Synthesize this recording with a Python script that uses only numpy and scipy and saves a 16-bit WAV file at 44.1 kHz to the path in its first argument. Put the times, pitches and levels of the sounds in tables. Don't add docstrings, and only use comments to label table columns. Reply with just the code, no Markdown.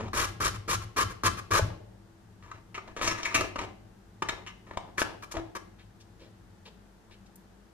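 import sys
import numpy as np
from scipy import signal
from scipy.fft import rfft, irfft
from scipy.io import wavfile

SR = 44100
rng = np.random.default_rng(int(sys.argv[2]) if len(sys.argv) > 2 else 0)


def unload_audio(sound):
    columns = np.transpose(np.atleast_2d(sound))
    steps = np.round(np.clip(columns, -1, 1) * 32767)
    wavfile.write(sys.argv[1], SR, steps.astype(np.int16))


N = 340893

# t/s, length/s, cutting level/dB, wet tearing level/dB
STROKES = [(0.131, 0.13, -27.5, -36.5), (0.402, 0.095, -28, -36), (0.678, 0.086, -30, -36),
           (0.962, 0.08, -25.5, -36.5), (1.235, 0.05, -22.5, -32.5), (1.506, 0.096, -23.5, -35),
           (4.976, 0.055, -32, -38), (5.222, 0.026, -40.5, -55), (5.311, 0.023, -43.5, -45.5),
           (5.55, 0.026, -36, -49.5)]
QUICK_STROKES = [row for row in STROKES if row[0] < 2]
# the rim drags over the board
# t/s, length/s, steel level/dB, board level/dB
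CONTACTS = [(0, 0.091, -47.5, -36.5), (1.558, 0.16, -83, -45.5), (2.423, 0.17, -52, -56),
            (2.875, 0.047, -51.5, -44.5), (2.964, 0.072, -44, -39.5), (3.017, 0.11, -35, -38.5),
            (3.102, 0.4, -43, -48), (3.356, 0.12, -52, -40), (3.584, 0.067, -43, -37),
            (4.666, 0.088, -52, -51), (5.341, 0.059, -48, -34.5)]


def undb(db):
    return 10 ** (np.asarray(db) / 20)


def unit(x):
    return x / np.sqrt(np.mean(x ** 2) + 1e-18)


def unit_energy(x):
    return x / np.sqrt(np.sum(x ** 2, axis=-1, keepdims=True) + 1e-18)


def on_log_axis(hz, points):
    f, value = np.transpose(points)
    return np.interp(np.log(np.maximum(hz, 1)), np.log(f), value)


def response(points, size=8192):
    gain = undb(on_log_axis(np.fft.rfftfreq(size, 1 / SR), points))
    cepstrum = irfft(np.log(gain))
    cepstrum[1:size // 2] *= 2
    cepstrum[size // 2 + 1:] = 0
    return unit_energy(irfft(np.exp(rfft(cepstrum))))


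def through(x, click_response):
    return signal.fftconvolve(np.atleast_2d(x), np.atleast_2d(click_response), axes=1)[:, :N]


def modes(hz, size, t60, spread=1.0):
    t = np.arange(SR // 3) / SR
    phase = rng.uniform(0, 2 * np.pi, len(hz))
    phase = phase + spread * np.sqrt(hz / 3000) * rng.standard_normal((2, len(hz)))
    decay = size[:, None] * np.exp(-np.log(1000) * t / t60[:, None])
    angle = 2 * np.pi * hz[:, None] * t
    return unit_energy(np.cos(phase) @ (decay * np.sin(angle)) + np.sin(phase) @ (decay * np.cos(angle)))


def soften(x, hz):
    return signal.sosfilt(signal.butter(1, min(hz, .45 * SR), fs=SR, output="sos"), x)


def band(x, hz, octaves, order=1):
    edges = np.minimum(hz * 2 ** (np.array([-.5, .5]) * octaves), [.4 * SR, .45 * SR])
    return signal.sosfilt(signal.butter(order, edges, "bandpass", fs=SR, output="sos"), x)


def add(track, start, x):
    i = max(int(start * SR), 0)
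    track[i:i + len(x)] += x[:N - i]


def crackle(rate, spread_db):
    happens = rng.random(N) < rate / SR
    size = undb(spread_db * np.minimum(rng.exponential(size=N), 4))
    return unit(happens * size * rng.choice([-1, 1], N))


def swell(texture, start, length, sharpness, lean=1):
    part = unit(texture[max(int(start * SR), 0):][:int(max(length, .004) * SR)])
    progress = (np.arange(len(part)) + .5) / len(part)
    return part * np.sin(np.pi * progress ** lean) ** sharpness


def drift(rate):
    knots = rng.standard_normal(N // 20)
    return unit(np.interp(np.arange(N) / SR * rate, np.arange(len(knots)), knots))


def brightness(firm_hz, steel_db, firm_db=-35, db_per_octave=5.5):
    return firm_hz * 2 ** ((steel_db - firm_db) / db_per_octave)


def rim_on_board(blow_db=24, settle_db=-22, settle_s=0.17):
    # t/s, steel level/dB, board level/dB, chatter time/s, clink f/Hz
    knocks = [(1.591, -43, -26.5, 0.0065, 580), (2.514, -42, -53, 0.0038, 1380),
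              (2.745, -37.5, -43, 0.015, 2460), (2.777, -41, -38, 0.0069, 1240),
              (3.013, -37, -29, 0.0023, 1320), (3.074, -29.5, -30.5, 0.0072, 5700),
              (3.231, -35.5, -39, 0.0025, 5340), (3.252, -30.5, -45, 0.01, 2270),
              (3.345, -22.5, -26, 0.014, 2400), (3.408, -30.5, -32, 0.0045, 640),
              (3.558, -39, -31, 0.0054, 1220), (3.590, -39.5, -33.5, 0.0025, 2200),
              (4.222, -35.5, -25.5, 0.0049, 1390), (4.287, -31.5, -38.5, 0.0046, 2080),
              (4.293, -34.5, -30, 0.0037, 3700), (4.465, -38, -53, 0.02, 2930),
              (4.71, -47, -36, 0.0035, 1890), (4.772, -37, -31, 0.0034, 686),
              (4.980, -33, -35, 0.0052, 1750), (5.017, -33, -23.5, .002, 1570),
              (5.368, -39, -32.5, 0.0037, 680), (5.562, -42, -44, 0.0057, 1040)]
    # f/Hz, level/dB
    board_spectrum = [(40, -6), (105, -11), (250, -12.5), (350, -4), (480, -12), (780, -3.5), (1300, -11.5),
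                      (2200, -19.5), (5000, -22.5), (14000, -43)]
    steel, board = np.zeros((2, N))
    roughness = undb(3.5 * np.tanh(drift(110))) * crackle(2500, 3.2)
    for start, length, steel_db, board_db in CONTACTS:
        burst = swell(roughness, start, length, 0.23, lean=0.083)
        force = soften(burst, brightness(6800, steel_db))
        add(steel, start, undb(steel_db) * force)
        add(board, start, undb(board_db) * force)
    t = np.arange(SR // 20) / SR
    for start, steel_db, board_db, chatter_s, clink_hz in knocks:
        envelope = np.exp(-t / chatter_s) * np.minimum(t / (0.36 * chatter_s), 1)
        force = unit_energy(rng.standard_normal(len(t)) * envelope)
        force[0] += 0.29
        force = undb(blow_db) * soften(unit_energy(force), brightness(4000, steel_db))
        clink = band(force, clink_hz, octaves=.3)
        add(steel, start, undb(steel_db - 4) * (force + 3 * clink))
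        add(board, start, undb(board_db) * (force + 1.15 * clink))
        settling = soften(swell(roughness, start, settle_s, 1.0, lean=0.75), 2000)
        add(board, start, undb(board_db + settle_db) * settling)
    return steel_box(steel) + through(board, response(board_spectrum))


def steel_box(force, shimmer_db=-9.5, clack_db=5.0, wall_tones=170):
    # f/Hz, level/dB
    box_tones = [(328, -9), (374, -9), (661, -7), (829, -10), (920, -3), (1052, -5), (1179, 1), (1309, 1),
                 (1366, -4), (1492, -6), (1608, -7), (1701, -4), (1830, -6), (2068, 1), (2143, -3),
                 (2250, -6), (2424, -3), (2540, -5), (2727, -7), (3066, -8), (3752, -9), (3930, -7),
                 (5400, -9), (5922, -4), (6060, -7), (7058, -11)]
    # f/Hz, level/dB
    shimmer_spectrum = [(3100, -3), (3900, -2), (4900, -7), (5900, 0), (6500, -9), (7200, -6), (8500, -12),
                        (10400, -6), (12200, -9), (15000, -17)]
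    # f/Hz, level/dB
    clack_spectrum = [(300, -23), (600, -5.5), (1200, 5), (1700, -1), (2400, 1), (3300, -4), (5000, -5),
                      (5900, 1), (7300, -1), (8500, -8.5), (10300, -11.5), (15000, -24)]
    hz, db = np.transpose(box_tones)
    ring = modes(hz, undb(db), t60=.22 * (hz / 1000) ** -.15)
    wall_hz = np.linspace(3100, 15000, wall_tones) + rng.normal(0, 30, wall_tones)
    wall_gain = undb(on_log_axis(wall_hz, shimmer_spectrum))
    walls = modes(wall_hz, wall_gain, t60=rng.uniform(.1, .26, wall_tones), spread=2.2)
    clack = undb(clack_db) * through(force, response(clack_spectrum))
    return clack + through(force, ring + undb(shimmer_db) * walls)


def low_drones(wobble=0.02246, overtone_db=-11):
    # t/s, length/s, f/Hz, level/dB
    low_tones = [(0, .08, 218, -41), (1.59, .1, 328, -43), (3.02, .42, 328, -50), (5.348, .11, 328, -38)]
    out = np.zeros(N)
    phase_per_hz = 2 * np.pi * np.cumsum(1 + wobble * drift(90)) / SR
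    waver = undb(2 * drift(60))
    for start, length, hz, db in low_tones:
        phase = hz * phase_per_hz
        tone = waver * (np.sin(phase) + undb(overtone_db) * np.sin(2 * phase))
        add(out, start, undb(db) * swell(tone, start, length, 0.74, lean=0.39))
    return out


def load(start, length, rise_s=0.024, fade_s=0.066):
    age = np.maximum(np.arange(N) / SR - start, 0)
    return np.minimum(age / rise_s, 1) * np.exp(-np.maximum(age - length, 0) / fade_s)


def counter_rumble(follow_through=1.43, hold_db=-59.5, let_go_s=6.5):
    # f/Hz, level/dB
    counter_spectrum = [(15, -44), (25, -15.5), (43, -3.5), (75, -8.5), (107, 8), (119, -4), (147, -17.5),
                        (183, -7.5), (253, -28.5), (280, -19.5), (360, -25), (620, -120)]
    # t/s, length/s, level/dB
    thumps = [(0, 0.083, -37.5), (1.592, 0.054, -27), (2.35, 0.43, -55.5), (3.07, 0.049, -45),
              (3.34, .08, -40), (4.27, 0.043, -47.5)]
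    rumble = unit(through(rng.standard_normal(N), response(counter_spectrum)))
    loads = [(start, follow_through * length, tear_db - 1) for start, length, _, tear_db in QUICK_STROKES]
    loads += [(start, length, board_db - 11) for start, length, _, board_db in CONTACTS]
    loads += thumps + [(0, let_go_s, hold_db)]
    power = sum((undb(db) * load(start, length)) ** 2 for start, length, db in loads)
    return rumble * np.sqrt(power)


def air_and_hum(air_db=-57.5, hum_gain_db=-1):
    # f/Hz, level/dB
    air_spectrum = [(12, -34.5), (20, -9.5), (70, -18), (103, 0.5), (124, -19.5), (194, -4.5), (270, -18),
                    (433, -16.5), (511, -23), (865, -22), (1020, -26), (1780, -28.5), (2220, -35),
                    (6910, -40), (15000, -49.5)]
    # f/Hz, level/dB
    hum_tones = [(50, -60.5), (101, -88), (193, -65), (333, -67)]
    mid, side = through(rng.standard_normal((2, N)), response(air_spectrum))
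    side = 0.15 * side + 0.78 * (side - soften(side, 500))
    air = undb(air_db + 0.27 * drift(3.1)) * np.array([mid + side, mid - side])
    t = np.arange(N) / SR
    hum = np.zeros(N)
    for hz, db in hum_tones:
        hum += undb(db + 3.3 * drift(12)) * np.sin(2 * np.pi * hz * t + 0.73 * drift(6.6))
    return air + undb(hum_gain_db) * hum


def grating(face_db=-2.0, crunch_db=-6.0, bite_db=-5, return_after_s=.135, return_s=0.034):
    # f/Hz, width/Hz, level/dB
    face_tones = [(345, 34, -7), (1055, 45, -4), (1185, 55, 0), (1315, 70, 0), (1490, 60, -8),
                  (1655, 46, -7), (2090, 60, -9), (2350, 70, -13), (3060, 45, -15), (4150, 120, -16),
                  (5900, 60, -18)]
    # f/Hz, level/dB
    crunch_spectrum = [(150, -7), (260, -27), (350, -10), (550, -7.5), (850, -7), (1200, 1), (1650, -6),
                       (2300, -7), (3200, -17.5), (6000, -15), (14000, -30.5)]
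    # f/Hz, level/dB
    hiss_spectrum = [(800, -3.5), (2000, 1), (4000, 1.5), (6000, 4), (7400, 1), (8300, -4), (10800, -3),
                     (13000, -13.5), (15500, -32)]
    returns = [(start + return_after_s, return_s, cut_db - 15.5, tear_db - 19)
               for start, _, cut_db, tear_db in QUICK_STROKES[:-1]]
    passes = STROKES + returns
    catches = undb(3 * np.tanh(drift(190)))
    cut, tear = np.zeros((2, N)), np.zeros((3, N))
    for track in cut:
        shear, bite = catches * crackle(8000, 3.2), crackle(2100, 11)
        for start, length, cut_db, _ in passes:
            add(track, start, undb(cut_db + bite_db) * swell(bite, start, .016, .4, lean=.6))
            add(track, start, undb(cut_db) * swell(shear, start, length, .55))
    for track in tear:
        cells = catches * crackle(9000, 7.3)
        for start, length, _, tear_db in passes:
            add(track, start, undb(tear_db) * swell(cells, start, length, .55, lean=1.1))
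    crunch = undb(crunch_db) * through(cut[0], response(crunch_spectrum))
    hz, width, db = np.transpose(face_tones)
    face = modes(hz, undb(db) * width, t60=np.log(1000) / (np.pi * width))
    ring = undb(face_db) * through(cut[1], face)
    hiss = through(1.21 * tear[0] + tear[1:], response(hiss_spectrum))
    return crunch + ring + hiss


def carrot_bumps(hz=290, length=0.024, db=-39):
    out = np.zeros(N)
    bump = band(rng.standard_normal(N), hz, octaves=.9, order=2)
    for start, *_ in QUICK_STROKES:
        add(out, start, undb(db) * swell(bump, start, length, 0.38, lean=0.33))
    return out


def shreds():
    # t/s, length/s, level/dB, centre f/Hz
    rustles = [(5.784, .06, -62, 2260), (5.999, 0.031, -61, 4000), (6.194, 0.1, -63, 2900),
               (6.2, 0.11, -62, 466), (6.652, 0.046, -54, 2590), (6.657, 0.044, -57.5, 620),
               (7.108, 0.054, -60.5, 2620), (7.083, 0.057, -66, 600), (7.26, .02, -66, 4000),
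               (7.356, 0.01, -54.5, 9600)]
    out, crackles = np.zeros(N), crackle(3000, 2.4)
    for start, length, db, hz in rustles:
        pinch = swell(crackles, start, length, 0.82, lean=0.51)
        add(out, start, undb(db) * unit(band(pinch, hz, octaves=1.42, order=2)))
    return out


def room_echo(x, tail_db=-8, early_db=-6, early_s=0.004, gap_s=0.0022):
    # f/Hz, time/s
    fade_times = [(100, 0.36), (400, 0.89), (1200, 0.36), (3000, 0.49), (7000, 0.32), (14000, 0.34)]
    t = np.arange(SR * 3 // 4) / SR
    noise = rfft(rng.standard_normal((2, len(t))))
    hz = np.fft.rfftfreq(len(t), 1 / SR)
    tail = 0
    for centre_hz, t60 in fade_times:
        share = on_log_axis(hz, [(f, f == centre_hz) for f, _ in fade_times])
        tail = tail + irfft(noise * share, len(t)) * np.exp(-np.log(1000) * t / t60)
    early = rng.standard_normal((2, len(t))) * np.exp(-t / early_s) * (t > .001)
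    echoes = undb(tail_db) * unit_energy(tail * (t > gap_s)) + undb(early_db) * unit_energy(early)
    return through(x, echoes)


def scene():
    near = grating() + carrot_bumps() + rim_on_board() + low_drones() + shreds()
    direct = np.array([np.roll(near[0], 3), near[1]])
    left, right = direct + room_echo(near) + counter_rumble() + air_and_hum()
    left = undb(1.21) * soften(left, 13600)
    right = undb(-1.5) * (right + 0.18 * band(right, 12000, octaves=1.0, order=2))
    return np.array([left, right])


def record(dry):
    return signal.sosfilt(signal.ellip(8, .2, 70, 15100, fs=SR, output="sos"), dry)


dry = scene()
out = record(dry)
unload_audio(out)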